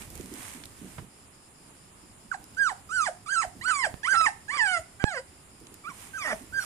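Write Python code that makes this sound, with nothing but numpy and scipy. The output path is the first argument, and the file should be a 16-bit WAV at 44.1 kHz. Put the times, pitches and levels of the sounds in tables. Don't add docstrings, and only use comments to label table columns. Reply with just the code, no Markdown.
import sys
import numpy as np
from scipy import signal
from scipy.fft import rfft, irfft, next_fast_len
from scipy.io import wavfile
from scipy.ndimage import uniform_filter1d

SR = 44100
rng = np.random.default_rng(int(sys.argv[2]) if len(sys.argv) > 2 else 0)


def store_pcm(level_fs):
    pcm = np.round(np.clip(level_fs, -1, 1) * 32767).astype(np.int16)
    wavfile.write(sys.argv[1], SR, np.atleast_2d(pcm).T)


N = 293265
TIME = np.arange(N) / SR
TOP_HZ = 14800

# (frequency [Hz], gain [dB])
ROOM_EQ_LEFT = [(25, -7), (90, -4), (250, -4.5), (450, -12.5), (900, -0.5), (2000, -11), (4000, -16.5),
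                (5800, -24.5), (7300, -3.5), (8500, -23), (10500, -12), (12000, -27), (14500, -26.5)]
ROOM_EQ_RIGHT = [(25, -17.5), (90, -5), (250, -11.5), (450, -13.5), (1200, -5.5), (2700, -13), (4200, -24),
                 (6200, -35), (7500, -28), (9000, -17.5), (10600, -14.5), (12000, -35), (14500, -33)]
# (peak time [s], relative level [dB], rise [s], fall [s])
RUSTLES = [(0, -44, .02, 0.062), (.17, -51.5, 0.091, 0.25), (.43, -43.5, 0.12, 0.19),
           (.92, -53.5, 0.22, 0.13), (6.04, -48, 0.13, 0.059), (6.35, -52, 0.36, 0.14),
           (6.65, -41, 0.055, .05)]
# (frequency [Hz], gain [dB])
PAPER_EQ = [(240, -13), (400, -4.5), (542, -4), (854, 1), (1470, -2), (2030, 1), (4810, -9.5), (8960, 1),
            (13900, -11), (15000, -21)]
# (time [s], relative level [dB], centre [Hz])
STRAW_SNAPS = [(.021, -40, 2500), (.103, -28.5, 9000), (0.154, -29, 9000), (0.177, -29, 9000),
               (.21, -32, 6360), (0.259, -31, 9000), (.339, -27.5, 8000), (0.497, -41, 3500),
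               (.637, -33, 2594), (0.656, -28, 7660), (0.982, -33, 870), (2.441, -35, 7100),
               (2.548, -40, 6000), (5.602, -39, 8000), (5.669, -36, 3950), (5.742, -32.5, 8040)]
# (peak time [s], relative level [dB], rise [s], fall [s])
HAND_SWELLS = [(.15, -52, 0.21, 0.52), (1.02, -53.5, 0.25, 0.041), (3.6, -58, 1.3, 1.5),
               (6.6, -58.5, 0.67, .3)]
# (time [s], relative level [dB], ring [Hz], decay [s])
PAW_BUMPS = [(.005, -45.5, 221, 0.018), (0.194, -34.5, 256, 0.019), (0.229, -44, 248, 0.076),
             (0.314, -41, 278, 0.047), (.545, -46.5, 236, 0.083), (0.814, -39.5, 220, 0.033),
             (0.839, -40.5, 221, 0.036), (.98, -38, 126, 0.04), (1.021, -39, 128, 0.016),
             (2.03, -52.5, 242, 0.042), (2.249, -46.5, 212, 0.016), (3.55, -46.5, 228, 0.041),
             (5.61, -50, 323, 0.061), (5.716, -49, 304, 0.017), (5.887, -44, 202, 0.017),
             (6.405, -45.5, 258, 0.039)]
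# (pitch [Hz], bandwidth [Hz], chirp rate [1/s], centre of one chirp [s],
# duty cycle [0-1], left level [dB], right level [dB])
CRICKET_SONGS = [(5050, 980, 4.53, 1.17, 0.74, -63.5, -69), (8840, 430, 6.1, 0.49, 0.81, -66, -62.5)]
# (time [s], pitch [Hz])
CRY_GLIDES = [
    [(2.315, 1553), (2.32, 1500), (2.334, 1146), (2.342, 942), (2.347, 783), (2.362, 804)],
    [(2.57, 1450), (2.586, 1580), (2.598, 1654), (2.616, 1633), (2.641, 1543), (2.661, 1453), (2.688, 1183),
     (2.703, 915), (2.728, 733)],
    [(2.893, 1280), (2.902, 1192), (2.931, 1501), (2.962, 1524), (2.997, 1378), (3.012, 1298),
     (3.049, 1150), (3.07, 861), (3.096, 562)],
    [(3.262, 1272), (3.273, 1118), (3.303, 1527), (3.331, 1634), (3.358, 1472), (3.363, 1364),
     (3.393, 1333), (3.412, 1276), (3.441, 804), (3.452, 656)],
    [(3.613, 908), (3.642, 1193), (3.665, 1494), (3.705, 1518), (3.712, 1362), (3.74, 1183), (3.805, 1065),
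     (3.828, 1002), (3.864, 725), (3.876, 542)],
    [(4.033, 815), (4.069, 1147), (4.089, 1509), (4.125, 1607), (4.157, 1297), (4.171, 1348), (4.253, 1258),
     (4.269, 909), (4.274, 885), (4.295, 785)],
    [(4.482, 806), (4.5, 889), (4.521, 1122), (4.551, 1187), (4.559, 1196), (4.612, 906.5), (4.666, 797),
     (4.675, 752), (4.723, 737.4), (4.798, 626)],
    [(4.997, 756), (5.018, 819), (5.033, 742.4), (5.059, 855), (5.08, 843), (5.126, 709), (5.154, 558),
     (5.186, 473), (5.203, 554)],
    [(5.84, 1350), (5.844, 1130), (5.868, 1220), (5.889, 1500), (5.894, 1190), (5.925, 992)],
    [(6.135, 1533), (6.153, 1585), (6.177, 1536), (6.182, 1292), (6.219, 1171), (6.261, 900.5),
     (6.301, 980), (6.319, 882), (6.323, 564), (6.34, 640)],
    [(6.525, 1444), (6.542, 1571), (6.57, 1616), (6.597, 1540), (6.601, 1483), (6.632, 1406), (6.649, 1070),
     (6.7, 750)],
]
# (relative level [dB], swell [s], fade [s], shrill overtone gain [dB],
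# fundamental gain [dB], throat resonance scale [ratio])
CRY_VOICINGS = [ (-28.5, 0.0073, 0.022, 11.5, 4.5, 0.94), (-21.5, 0.053, 0.056, 4, 8.5, 0.987),
                (-23, 0.098, 0.031, 2.5, 4.5, 1.01), (-23.5, 0.12, 0.047, 1.5, 0.5, 1),
                (-22.5, 0.087, 0.025, 2.5, 1.5, 1.01), (-18.5, 0.076, 0.029, -2.5, 0, 1.022),
                (-21.5, 0.039, 0.044, 1.5, -2, 1), (-31, 0.012, 0.015, 4, 4, 1.005),
                (-36, 0.016, 0.036, -2.5, 2.5, 1.044), (-29.5, 0.027, 0.011, 1, .5, 1.11),
                (-27.5, 0.04, 0.011, 7.5, 8.5, 1.09)]
# (time [s], pitch [Hz])
GROWL_PITCH = [(6.245, 313.4), (6.266, 307.7), (6.305, 238), (6.344, 210)]
GROWL_VOICING = (-34, -4, -1.3, -21.5, -1, 0.74)
# (frequency [Hz], gain [dB])
THROAT_EQ = [(300, 3.5), (450, 2.5), (700, 1.5), (1000, 10.5), (1350, 16.5), (1850, 18), (2150, 13),
             (2500, 0), (3000, 6), (3600, -6), (4700, 0.5), (6100, -15.5), (8400, -1), (10000, -13),
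             (11500, -41.5), (15000, -67)]
# (centre [Hz], gain [dB], half width [Hz])
MOUTH_EQ = [(766, -5.5, 64), (1095, -3.5, 66), (1380, 2.5, 200), (1787, 5, 110), (2020, 1, 140),
            (3360, -4.5, 500), (4500, -5.5, 170), (6000, -2, 300), (8400, 1, 380), (9100, -4.5, 630)]
# (time [s], gain [dB], half length [s])
VOICE_SURGES = [(2.318, 13, 0.0071), (2.348, 7, .004), (3.051, -5, 0.011), (3.71, 1.5, 0.027),
                (4.054, 5, .011), (4.11, -2, 0.039), (4.609, 3, 0.067), (5.082, 9.5, 0.01),
                (6.156, -2, .015), (6.592, 10.5, 0.0076), (6.63, -11, 0.027)]
# (start [s], end [s], subharmonic period [fold cycles], depth [0-1], rasp [0-1])
VOICE_CRACKS = [ (3.678, 3.714, 3, 0.29, 0.21), (4.131, 4.166, 2.5, 0.52, 0.25),
                (4.208, 4.216, 2, 0.2, 0.16), (4.53, 4.585, 2, 0.11, 0.2), (4.571, 4.574, 2, 0.34, 0.63),
                (4.997, 5.032, 2, 0.25, 0.27), (6.212, 6.261, 3, 0.24, 0.13), (6.251, 6.334, 3, 0.4, 0.28)]
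# (time [s], gain [dB])
HEAD_TURN_GAIN = [(2.6, 2), (3.4, 0), (4.7, 1), (6.2, 4.5)]
# (frequency [Hz], gain [dB])
LEFT_PORT_EQ = [(300, 2.5), (700, -10), (1300, -9), (2100, -13), (3700, -12.5), (4500, -7.5), (5500, 2),
                (7000, 3), (8000, -6.5), (8800, -16.5), (10000, -15), (12000, -13)]
# (frequency [Hz], gain [dB])
PEN_EQ = [(200, -54), (700, 22), (1200, -3.5), (1900, 1.5), (4000, 4.5), (8000, 7), (14000, 30)]
# (frequency [Hz], bandwidth [Hz], relative gain [dB])
PEN_AIR_MODES = [(536, 22, 5), (604, 36, -2), (656, 49, 12), (718, 15, 12.5), (752, 3, -50),
                 (790, 7.6, -50)]
# (time [s], relative height [ratio])
INPUT_POPS = [(3.9414, 0.098), (5.041, 1.)]


def undb(db):
    return 10 ** (np.asarray(db) / 20)


def unit(x):
    return x / np.sqrt(np.mean(x ** 2))


def eq(x, points):
    hz, db = np.transpose(points)
    size = next_fast_len(x.shape[-1] + 2048)
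    bins = np.maximum(np.arange(size // 2 + 1) * SR / size, 1)
    gain = undb(np.interp(np.log(bins), np.log(hz), db))
    return irfft(rfft(x, size) * gain, size)[..., :x.shape[-1]]


def resonate(x, hz, width_hz):
    hz = min(hz, .45 * SR)
    return signal.lfilter(*signal.iirpeak(hz, hz / min(width_hz, SR / 4), fs=SR), x)


def band(x, hz, width_hz):
    return resonate(resonate(x, hz, width_hz), hz, width_hz)


def wobble(rate, count=N):
    steps = np.arange(count) / SR * rate
    return unit(np.interp(steps, np.arange(count), rng.standard_normal(count)))


def level_out(x, window_s=0.0063):
    size = int(window_s * SR)
    return x / np.sqrt(uniform_filter1d(uniform_filter1d(x ** 2, size), size) + 1e-12)


def swells(rows):
    return np.sqrt(sum(undb(2 * db) * np.exp(-2 * ((TIME - s) / np.where(TIME < s, rise_s, fall_s)) ** 2)
                       for s, db, rise_s, fall_s in rows))


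def bells(x, rows):
    return sum(height * np.exp(-((x - centre) / width) ** 2) for centre, height, width in rows)


def room_tone(left_db=-55, right_db=-52.5, waver_db=.7):
    rumble = eq(rng.standard_normal(N), [(60, 16.5), (400, 4.5), (1500, -22), (5000, -17)])
    air = eq(rng.standard_normal((2, N)) + rumble, [(60, -9.5), (400, 1.5), (1500, -5.64), (5000, 2.5)])
    left = undb(left_db) * unit(eq(air[0], ROOM_EQ_LEFT))
    right = undb(right_db) * unit(eq(air[1], ROOM_EQ_RIGHT))
    return np.array([left, right]) * undb(waver_db * wobble(10))


def bedding(grain_db=2.5, snap_cycles=10, snap_trim_db=-6, left_db=-3, right_db=3):
    grains = rng.standard_normal((2, N)) * undb(grain_db * wobble(2500))
    out = unit(eq(grains, PAPER_EQ)) * swells(RUSTLES)
    t = TIME[:SR // 20]
    for s, db, hz in STRAW_SNAPS:
        start = int(s * SR)
        snap = unit(band(rng.standard_normal((2, len(t))), hz, width_hz=1.74 * hz))
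        out[:, start:start + len(t)] += undb(db + snap_trim_db) * snap * np.exp(-t * hz / snap_cycles)
    return out * undb([[left_db], [right_db]])


def handling(uneven_db=5, left_db=-3, right_db=1):
    shake = rng.standard_normal(N) + .5 * rng.standard_normal((2, N))
    rumble = unit(eq(shake, [(20, -24), (50, -3), (100, -4), (170, -13.5), (400, -17), (1500, -36)]))
    return rumble * swells(HAND_SWELLS) * undb(uneven_db * wobble(25)) * undb([[left_db], [right_db]])


def paws(attack_s=0.0038, stereo_spread=0.27, left_db=-3, right_db=2):
    out = np.zeros((2, N))
    for s, db, hz, decay_s in PAW_BUMPS:
        start = int(s * SR)
        t = TIME[:min(SR // 3, N - start)]
        scuff = rng.standard_normal(len(t)) + stereo_spread * rng.standard_normal((2, len(t)))
        thud = level_out(band(scuff, hz, width_hz=130), window_s=0.032)
        envelope = np.minimum(t / attack_s, 1) * np.exp(-t / decay_s)
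        out[:, start:start + len(t)] += undb(db) * thud * envelope
    return eq(out, [(380, 0.5), (520, -3), (1000, -30)]) * undb([[left_db], [right_db]])


def crickets(drift_rad=0.29):
    out = np.zeros((2, N))
    for hz, width_hz, rate, centre_s, duty, left_db, right_db in CRICKET_SONGS:
        cycle = np.cos(2 * np.pi * rate * (TIME - centre_s) + drift_rad * wobble(2.08))
        gate = np.clip(.5 + 1.6 * (cycle - np.cos(np.pi * duty)), 0, 1)
        trill = unit(band(rng.standard_normal((2, N)), hz, width_hz))
        out += undb([[left_db], [right_db]]) * gate * trill
    return out


def effort(t, swell_s, fade_s, swell_db, fade_db=15.5, tremble_db=1.16, onset_s=0.0048, stop_s=0.0025):
    elapsed, remaining = t - t[0], t[-1] - t
    swell = -swell_db * np.maximum(1 - elapsed / swell_s, 0) ** 2
    fade = -fade_db * np.maximum(1 - remaining / fade_s, 0) ** 2
    gate = np.minimum(np.minimum(elapsed / onset_s, remaining / stop_s), 1)
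    return undb(swell + fade + tremble_db * wobble(85, len(t))) * gate


def vocal_folds(phase, glide_hz, jittered_hz, nasal, closing, nasal_db=-9, falsetto_db=-4.5):
    falsetto = np.clip((glide_hz - 1260) / 204, 0, 1)
    boost_db, muffle_db = 8 * closing, -10 * closing
    tone = undb(nasal_db * nasal + boost_db + bells(glide_hz, MOUTH_EQ)) * np.cos(phase)
    overtones = np.zeros(len(phase))
    for k in range(2, 26):
        hz = k * jittered_hz
        flutter_db = 6.5 * np.clip(hz / 2000 - 1, 0, 1) * wobble(70, len(phase))
        db = flutter_db + bells(k * glide_hz, MOUTH_EQ) + muffle_db + falsetto_db * falsetto * (k == 2)
        overtones += undb(db) * np.cos(k * phase) * (hz < TOP_HZ)
    return tone, overtones


def breath(phase, rasp):
    turbulence = eq(rng.standard_normal(len(phase)), [(500, 2.5), (1700, 5), (4000, 12.5), (8000, 21.5)])
    return (0.081 + 0.77 * rasp) * (1 + np.cos(phase)) * turbulence


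def cry(glide, level_db, swell_s, fade_s, shrill_db, fundamental_db, throat_scale,
        edge_s=.003, nasal_s=.05, nasal_below_hz=1080, hoarse_s=.04, close_s=0.023):
    times, pitches = np.transpose(glide)
    span = (TIME > times[0] - edge_s) & (TIME < times[-1] + edge_s)
    t = TIME[span]
    remaining = times[-1] + edge_s - t
    nasal = np.clip(1 - (t - times[0]) / nasal_s, 0, 1) * (pitches[0] < nasal_below_hz)
    closing = np.clip(2 * (1 - remaining / close_s), 0, 1)
    cracks = [(np.clip(np.minimum(t - start, end - t) / edge_s + .5, 0, 1), period, depth, amount)
              for start, end, period, depth, amount in VOICE_CRACKS]
    rasp = sum(gate * amount for gate, _, _, amount in cracks)
    rasp += 0.26 * np.clip((hoarse_s - remaining) / edge_s, 0, 1)

    glide_hz = np.interp(t, times, pitches)
    jittered_hz = glide_hz * (1 + (.008 + 0.055 * rasp) * wobble(700, len(t)))
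    phase = 2 * np.pi * np.cumsum(jittered_hz) / SR
    fundamental, overtones = vocal_folds(phase, glide_hz, jittered_hz, nasal, closing)
    folds = undb(fundamental_db) * fundamental + overtones
    subharmonic = sum(gate * depth * np.cos(phase / period) for gate, period, depth, _ in cracks)
    voice = eq(folds * (1 + subharmonic) + breath(phase, rasp), np.array(THROAT_EQ) * [throat_scale, 1])

    body = signal.sosfiltfilt(signal.butter(6, 3500, fs=SR, output="sos"), voice)
    shrill = undb(shrill_db) * level_out(voice - body) * effort(t, 0.096, fade_s, swell_db=14)
    body = body * undb(bells(t, VOICE_SURGES)) * effort(t, swell_s, fade_s, swell_db=17)
    out = np.zeros(N)
    out[span] = undb(level_db) * unit(body + shrill)
    return out


def pen(x, early_db=-16, early_s=0.021, tail_db=-21, t60_s=0.38, ring_db=-2):
    t = np.arange(SR // 2) / SR
    early, tail = rng.standard_normal((2, 2, len(t))) * (t > .002)
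    early = undb(early_db) * unit(early * np.exp(-t / early_s))
    tail = undb(tail_db) * unit(tail * np.exp(-np.log(1000) * t / t60_s))
    response = (early + tail) / np.sqrt(len(t))
    echoes = eq(signal.fftconvolve(x[None], response, axes=1)[:, :N], PEN_EQ)
    ring = sum(undb(db + ring_db) * resonate(x, hz, width_hz) for hz, width_hz, db in PEN_AIR_MODES)
    return echoes + ring


def puppy(direct_db=-1, left_echo_db=5, left_lead_samples=6):
    whines = sum(cry(glide, *voicing) for glide, voicing in zip(CRY_GLIDES, CRY_VOICINGS))
    voice = whines + cry(GROWL_PITCH, *GROWL_VOICING)
    echo_left, echo_right = pen(voice)
    direct = undb(direct_db) * voice
    turned = direct * undb(np.interp(TIME, *np.transpose(HEAD_TURN_GAIN)))
    left = eq(np.roll(turned, -left_lead_samples) + undb(left_echo_db) * echo_left, LEFT_PORT_EQ)
    return np.array([left, direct + echo_right])


def pops(swing_hz=82, attack_s=.0001, decay_s=0.0023, phase_rad=0.84, gain=1.65):
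    out = np.zeros((2, N))
    for s, height in INPUT_POPS:
        t = np.maximum(TIME - s, 0)
        envelope = np.minimum(t / attack_s, 1) * np.exp(-t / decay_s)
        out[1] += gain * height * envelope * np.cos(2 * np.pi * swing_hz * t + phase_rad)
    return out


def scene():
    return puppy() + paws() + bedding() + crickets() + handling() + pops() + room_tone()


def record(dry):
    return signal.sosfilt(signal.ellip(8, .2, 70, TOP_HZ, fs=SR, output="sos"), dry)


dry = scene()
out = record(dry)
store_pcm(out)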